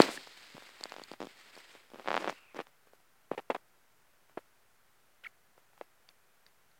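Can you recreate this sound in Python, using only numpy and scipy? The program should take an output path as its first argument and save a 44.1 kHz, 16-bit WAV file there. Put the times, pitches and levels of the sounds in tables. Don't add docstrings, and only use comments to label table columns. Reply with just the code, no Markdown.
import sys
import numpy as np
from scipy import signal
from scipy.fft import rfft, irfft
from scipy.io import wavfile
from scipy.ndimage import uniform_filter1d, minimum_filter1d

SR = 44100
rng = np.random.default_rng(int(sys.argv[2]) if len(sys.argv) > 2 else 0)


def elevation(decibels):
    levels = np.asarray(decibels, float)
    return 10 ** (levels / 20)


def digitize_waveform(pressure):
    field = np.atleast_2d(pressure).T
    bounded = np.clip(field, -1, 1)
    quanta = np.round(bounded * 32767).astype(np.int16)
    wavfile.write(sys.argv[1], SR, quanta)


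N = 299645

# time in seconds, rubbing level in dB, brightness in dB.
RUSTLE = [(0, -33.5, -3.5), (.048, -45.5, 5.5), (.144, -53.5, 7.5), (.25, -61.5, 6.5), (.78, -61, -1),
          (.8, -59, -2.5), (1.145, -62, -4), (1.155, -71, -4), (1.198, -70.5, 4), (1.21, -66.5, 2),
          (1.6, -59.5, -2), (1.62, -63.5, -0.5), (1.755, -61, -4), (1.9, -74, 0), (2.17, -59, 3.5),
          (2.34, -63, 0), (2.49, -70, -11), (2.75, -79.5, -14.5)]
# frequency in Hz, level in dB.
WEAVE = [(71, -50), (120, -17), (235, -8.5), (578, -4.5), (653, -5.5), (1130, -4.5), (2090, 0.5),
         (2780, -3), (4920, -5.5), (5800, -15), (8040, -12), (9860, -22), (15800, -25.5)]
SEAMS_HZ = [1130, 3400, 6000]
# level in dB, share of the brightness (0 to 1).
BANDS = [(-6.5, .1), (-0.06, .01), (-6, 1), (-9.5, 0.31)]
# frequency in Hz, level in dB.
HISS = [(11, -26.5), (18, -5), (28, -22), (70, -21), (101, -15), (324, -20.5), (363, -16.5), (540, -17.5),
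        (605, -16.5), (1230, -17), (1380, -15), (3710, -26), (7330, -28), (15800, -28.5)]
HISS_DB = -69.5

# time in seconds, peak level in dB, ring frequency in Hz.
REGRIP = [(.0186, -24, 947.6), (.0306, -22.5, 593), (.041, -40, 675), (.0905, -25, 472), (.178, -38.5, 396),
          (.2727, -37, 770), (.5525, -43, 296), (.5683, -37, 964), (.5803, -36.5, 567), (.6233, -41, 726),
          (.6917, -44.5, 850), (1.5662, -42.5, 668), (1.5767, -39, 620), (1.7518, -42, 564),
          (1.759, -46.5, 736)]
SHIFT = [(.8105, -37.5, 574), (.8337, -34.5, 1007), (.8564, -30.5, 710), (.9215, -27.5, 1050),
         (.9411, -35.5, 830), (.9646, -32, 850), (.9842, -37, 563), (.9973, -35, 775), (1.0176, -37, 512),
         (1.1162, -31.5, 470), (1.1369, -35, 920), (1.2044, -29, 463), (1.2171, -27.5, 520),
         (1.2277, -29.5, 499), (1.2361, -34.5, 403), (1.2465, -36, 380), (1.2544, -41, 447),
         (1.2704, -36.5, 410)]
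TIGHTEN = [(1.9022, -49.5, 721), (1.918, -45, 640), (1.9363, -39.5, 373), (1.9449, -36.5, 470),
           (1.9586, -38, 595), (1.9878, -41, 490), (1.9972, -32.5, 740), (2.0047, -42, 550),
           (2.0125, -51, 620), (2.0246, -50, 710), (2.0463, -39.5, 830), (2.0597, -33, 676),
           (2.5465, -36, 536), (2.5606, -40, 627), (2.5675, -32.5, 700), (2.5912, -24, 487),
           (2.6026, -24.5, 700), (2.6114, -35, 815), (2.6152, -37, 578), (2.6699, -42.5, 1306)]
CREAK = [(2.0761, -19.5, 830), (2.0853, -16.5, 844), (2.0907, -28.5, 620), (2.1054, -17.5, 945),
         (2.1159, -16.5, 845), (2.1297, -21, 850), (2.143, -15, 860), (2.152, -18.5, 790),
         (2.1668, -14.5, 980), (2.177, -15.5, 990), (2.1809, -35, 383), (2.2083, -31, 690),
         (2.2177, -34, 540), (2.2241, -29, 610), (2.2275, -32, 620), (2.2448, -21, 740),
         (2.2565, -31.5, 510), (2.2661, -30, 740), (2.2763, -20, 730), (2.2818, -21.5, 780),
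         (2.2968, -18.5, 920), (2.3266, -38.5, 810)]
SETTLE = [(2.872, -52, 510), (2.9345, -46, 548), (3.0032, -55, 860), (3.3157, -18.5, 460),
          (3.3801, -32.5, 700), (3.3943, -31.5, 710), (3.5016, -16, 560), (3.5038, -19, 900),
          (3.5056, -24, 727), (3.5182, -30, 700), (3.5484, -29, 650), (3.5514, -22, 870),
          (3.5635, -31.5, 747), (4.2965, -51.5, 790), (4.3738, -33, 553), (4.3767, -25.5, 605),
          (4.3901, -42, 620), (5.5794, -48, 567), (5.7336, -55, 850), (5.7784, -46, 1010),
          (5.8125, -28.5, 650)]
# time in seconds, peak level in dB, ring frequency in Hz.
BUMP = [(.0024, -2, 482)]
# its slips, edge in dB below the ring, rebound in dB below the slip,
# strain (share of the swing), damping (per cycle), final pitch (share of the ring frequency).
GRIPS = [
    (REGRIP, -7, -24.5, 1.9, 2.3, 0.506),
    (SHIFT, -5, -27, 2.8, 1.9, 0.53),
    (TIGHTEN, -12, -20, 2.02, 2.3, 0.55),
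    (CREAK, -7, -26, 2.56, 2.1, 0.59),
    (SETTLE, -29, -26.5, 1.1, 1.4, .85),
    (BUMP, -2, -29.5, 2.1, 1.6, 0.63),
]
BLUNT_PER_DB, USUAL_DB = 0.67, -33
UNEVEN_DB = 4
LEAD_S = .0015
REBOUND_S, REBOUND_PITCH = .0036, .85

# time in seconds, peak level in dB, frequency in Hz.
TICKS = [(.0189, -10.5, 4430), (.1748, -30, 1760), (.398, -49, 4490), (.8378, -20, 4450), (.896, -39, 4200),
         (.8962, -50.5, 2400), (1.0372, -30, 4450), (1.132, -41.5, 4800), (1.252, -46.5, 7000),
         (1.554, -40.5, 4500), (1.5845, -44, 5490), (.8095, -41, 4100), (.9212, -40, 4280),
         (1.116, -40, 4600)]
# time in seconds, peak level in dB, frequency in Hz.
THUMPS = [(.0023, -10.5, 350), (0.0016, -13.5, 4000), (3.3345, -29, 650), (6.098, -60, 900),
          (.546, -39, 160), (.838, -27, 1700), (1.3905, -40.5, 1390), (4.3735, -31, 350),
          (3.3135, -37.5, 176), (4.3832, -41, 870), (5.2405, -29, 2490), (5.8118, -41, 520),
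          (7, -47.5, 1300)]
# time in seconds, peak level in dB, frequency in Hz.
LICKS = [(5.237, -52, 1485), (5.2375, -53, 2883), (6.089, -49, 3550), (6.0892, -44.5, 4580),
         (6.0894, -56, 5600), (6.089, -55, 2698), (6.4645, -51.5, 3840), (6.4646, -47.5, 4610),
         (6.4646, -55, 5370), (6.715, -64, 4360)]
# its hits, cycles to die 60 dB, rise in seconds,
# click in dB below the ring, click band edges (shares of the pitch).
MATERIALS = [
    (TICKS, 24, 0.00037, -6.5, (.9, 1.9)),
    (THUMPS, 3.8, .0003, -25, (1.5, 6.5)),
    (LICKS, 42, 0.00053, -3, (0.26, 0.94)),
]

# start in seconds, length in seconds, level in dB, centre in Hz.
BRUSHES = [(.003, .06, -45, 4300), (.09, 0.094, -51.5, 7400), (1.123, 0.015, -69, 4500),
           (1.7, 0.045, -68, 6430), (2.193, 0.029, -58.5, 6070), (2.287, 0.025, -52, 5500),
           (2.561, 0.014, -59, 4730), (3.5, .012, -78, 7500), (3.545, .008, -66, 6000)]
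# start in seconds, length in seconds, start level in dB, end level in dB.
SCRAPES = [(.004, 0.053, -33, -38.5), (0.053, 0.17, -35.5, -65), (1.118, 0.026, -65, -52),
           (1.203, 0.077, -53, -67), (1.936, 0.094, -61, -57.5), (2.051, 0.12, -50.5, -49.5),
           (2.166, 0.1, -46, -45), (2.269, 0.064, -40.5, -52), (2.55, 0.05, -54, -42),
           (2.601, 0.023, -39, -57)]
# frequency in Hz, level in dB.
SCRAPE = [(59, -42.5), (100, -18), (307, 1.5), (727, -4), (2570, -9.5), (3990, -22.5), (5070, -29),
          (6320, -33.5), (12000, -39.5), (15600, -71), (22000, -120)]
# start in seconds, length in seconds, start level in dB, end level in dB.
RATTLES = [(3.311, 0.041, -46, -53.5), (3.376, .027, -34.5, -49.5), (3.502, .031, -26, -58.5),
           (3.533, 0.024, -66, -50.5), (3.546, 0.022, -34, -48), (4.375, 0.018, -37, -63),
           (5.81, 0.014, -52, -63)]
RATTLE_HZ, RATTLE_WIDTH_HZ, RATTLE_DB = 770, 120, 2.5

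# time in seconds, resonance in Hz, level in dB.
SWISH = [
    (2.328, 2714, -82.5),
    (2.361, 2717, -61.5),
    (2.45, 2570, -66),
    (2.53, 2404, -68.5),
    (2.558, 2380, -79),
]
# time in seconds, pitch in Hz, peak level in dB.
SQUEAK = [(5.244, 3500, -52), (5.2465, 2716, -43.5), (5.25, 1950, -42), (5.256, 1798, -46),
          (5.257, 1385, -46.5), (5.2632, 1320, -47.5), (5.266, 2180, -36.5), (5.271, 2230, -37),
          (5.274, 1685, -57)]
# pitch in Hz, octave level in dB.
LOW_REGISTER = [(1400, -8.5), (1800, -27)]


def evened(x):
    return x / np.sqrt(np.mean(x ** 2) + 1e-20)


def add(mix, s, sound):
    part = mix[max(round(s * SR), 0):][:len(sound)]
    part += sound[:len(part)]


def coloured(x, points):
    hz, db = np.transpose(points)
    bins = np.fft.rfftfreq(len(x), 1 / SR)
    gain = elevation(np.interp(np.log(bins + 1), np.log(hz + 1), db))
    return evened(irfft(rfft(x) * gain, len(x)))


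def resonate(x, hz, width):
    r = np.exp(-np.pi * width / SR)
    return 2 * signal.lfilter([1 - r], [1, -r * np.exp(2j * np.pi * hz / SR)], x).real


def grains(per_s, spread_db):
    size = elevation(spread_db * np.minimum(rng.exponential(1, N), 4))
    sign = rng.choice([-1., 1.], N)
    return size * sign * (rng.random(N) < per_s / SR)


def strokes(rows):
    level = np.zeros(N)
    for s, length, start_db, end_db in rows:
        steps = round(length * SR)
        fade = elevation(np.linspace(start_db, end_db, steps))
        add(level, s, fade * signal.windows.tukey(steps, .15))
    return level


def rustle():
    s, rub_db, bright_db = np.transpose(RUSTLE)
    t, hz = np.arange(N) / SR, np.fft.rfftfreq(N, 1 / SR)
    flicker = elevation(1.5 * evened(uniform_filter1d(rng.standard_normal(N), 700)))
    fibres = rfft(coloured(grains(9000, 2.5) * flicker, WEAVE))
    below = [0 * hz] + [1 / (1 + (hz / seam) ** 6) for seam in SEAMS_HZ] + [1 + 0 * hz]
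    out = np.zeros(N)
    for (db, share), passed in zip(BANDS, np.diff(below, axis=0)):
        band = evened(irfft(fibres * passed, N))
        level_db = np.interp(t, s, rub_db + db + share * bright_db, right=-120)
        out += elevation(level_db) * band
    return out


def suppressor(events):
    open_db, soft_db, lift_db = -55, 4, 7
    power_db = 10 * np.log10(abs(uniform_filter1d(events ** 2, 90)) + 1e-12)
    held_db = -minimum_filter1d(-power_db, size=1150, origin=400)
    opened = 1 / (2 + np.exp((open_db - held_db) / soft_db))
    return elevation(lift_db * uniform_filter1d(opened, 150))


def hiss(events):
    return elevation(HISS_DB) * coloured(rng.standard_normal(N), HISS) * suppressor(events)


def slip(hz, edge_db, chance, load, damp, end):
    t = np.arange(500) / SR
    start, sag = 1.1, 4.7
    turns = np.cumsum(hz * (end + (start - end) * np.exp(-t * hz * sag))) / SR
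    swing = -np.sin(2 * np.pi * turns) * np.exp(-damp * hz * t)
    strain = load * np.exp(-t[60:0:-1] / 0.00028 * hz / 700)
    let_go = load * np.exp(-t * hz * 18)
    body = np.concatenate([strain, let_go + swing / abs(swing).max()])
    top_hz = np.clip(5 * hz * elevation(0.79 * (edge_db + 33.5)), 500, 4500)
    body = signal.sosfiltfilt(signal.butter(2, top_hz, fs=SR, output="sos"), body, padlen=0)
    body = signal.sosfilt(signal.butter(2, .3 * hz, "high", fs=SR, output="sos"), body)
    crack = (.4 * chance - 2 * (t == 0)) * np.exp(-t / 0.00091)
    crack = np.concatenate([np.zeros(60), crack])
    edge = np.zeros(len(crack))
    for mode_hz, share in [(3000, 0.99), (5000, 0.48), (6700, 0.19)]:
        edge += share * resonate(resonate(crack, mode_hz, 2000), mode_hz, 2000)
    edge = signal.sosfilt(signal.butter(3, 7500, fs=SR, output="sos"), edge)
    return body / abs(body).max() + elevation(edge_db - 4) * edge / abs(edge).max()


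def case():
    out = np.zeros(N)
    for slips, edge_db, rebound_db, *feel in GRIPS:
        way = -1 if slips in (SETTLE, BUMP) else 1
        for s, db, hz in slips:
            chance = rng.standard_normal(500)
            blunt_db = BLUNT_PER_DB * (db - USUAL_DB)
            sharp_db = edge_db - blunt_db + UNEVEN_DB * np.tanh(chance[-1])
            jump = slip(hz, sharp_db, chance, *feel)
            rebound = slip(hz * REBOUND_PITCH, sharp_db, chance[::-1], *feel)
            add(out, s - LEAD_S, way * elevation(db) * jump)
            add(out, s - LEAD_S + REBOUND_S, way * elevation(db + rebound_db) * rebound)
    return out


def ticks():
    out, t = np.zeros(N), np.arange(1800) / SR
    for hits, cycles, rise_s, click_db, shares in MATERIALS:
        for s, db, hz in hits:
            decay = elevation(db - 60 * t * hz / cycles)
            ring = decay * np.sin(2 * np.pi * hz * t) * (1 - np.exp(-t / rise_s))
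            band_hz = np.minimum(np.multiply(shares, hz), .45 * SR)
            band = signal.butter(2, band_hz, "band", fs=SR, output="sos")
            click = signal.sosfilt(band, rng.standard_normal(1800) * np.exp(-t / .0005))
            add(out, s, 1.5 * ring + elevation(db + click_db) * click / abs(click).max())
    return out


def brushes():
    out = np.zeros(N)
    for s, length, db, hz in BRUSHES:
        steps = round(length * SR)
        air = resonate(resonate(rng.standard_normal(steps), hz, .7 * hz), hz, .7 * hz)
        add(out, s, elevation(db) * evened(air) * signal.windows.tukey(steps, .6))
    return out


def scrapes():
    scrape = coloured(grains(3600, 3.21), SCRAPE)
    loose_part = resonate(scrape, RATTLE_HZ, RATTLE_WIDTH_HZ)
    rattle = evened(scrape + elevation(RATTLE_DB) * loose_part)
    return strokes(SCRAPES) * scrape + strokes(RATTLES) * rattle


def swish():
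    s, hz, db = np.transpose(SWISH)
    t = np.arange(s[0], s[-1], 1 / SR)
    turn, out = 2 * np.pi * np.cumsum(np.interp(t, s, hz)) / SR, np.zeros(N)
    slow = rng.standard_normal((4, len(t)))
    slow = uniform_filter1d(uniform_filter1d(slow, size=70), size=70)
    upper = slow[0] * np.cos(turn) + slow[1] * np.sin(turn)
    lower = slow[2] * np.cos(turn / 2) + slow[3] * np.sin(turn / 2)
    add(out, s[0], elevation(np.interp(t, s, db)) * evened(upper + 0.53 * lower))
    return out


def squeak():
    s, *columns = np.transpose(SQUEAK)
    t = np.arange(s[0], s[-1], 1 / SR)
    hz, db = (np.interp(t, s, column) for column in columns)
    octave_db = np.interp(hz, *np.transpose(LOW_REGISTER))
    shake = evened(uniform_filter1d(rng.standard_normal((2, len(t))), size=25))
    turn, out = 2 * np.pi * np.cumsum(hz * (1 + 0.027 * shake[0])) / SR, np.zeros(N)
    octave = elevation(octave_db) * np.sin(2 * turn) * (1 + .5 * shake[1])
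    tone = np.sin(turn) + octave
    fizz = evened(resonate(resonate(rng.standard_normal(len(t)), 2000, 2200), 1900, 2180))
    add(out, s[0], elevation(db) * tone + elevation(-62) * fizz)
    return out


def scene():
    port = signal.butter(4, 140, "high", fs=SR, output="sos")
    events = signal.sosfilt(port, case() + ticks() + scrapes() + squeak())
    return (rustle() + hiss(events) + events + brushes() + swish())[None]


def top_cut(x):
    return signal.sosfilt(signal.butter(12, 15910, fs=SR, output="sos"), x)


def record(dry):
    ceiling, offset = .93, -.0004
    mix = np.clip(dry, -ceiling, ceiling) + offset
    return top_cut(mix)


dry = scene()
out = record(dry)
digitize_waveform(out)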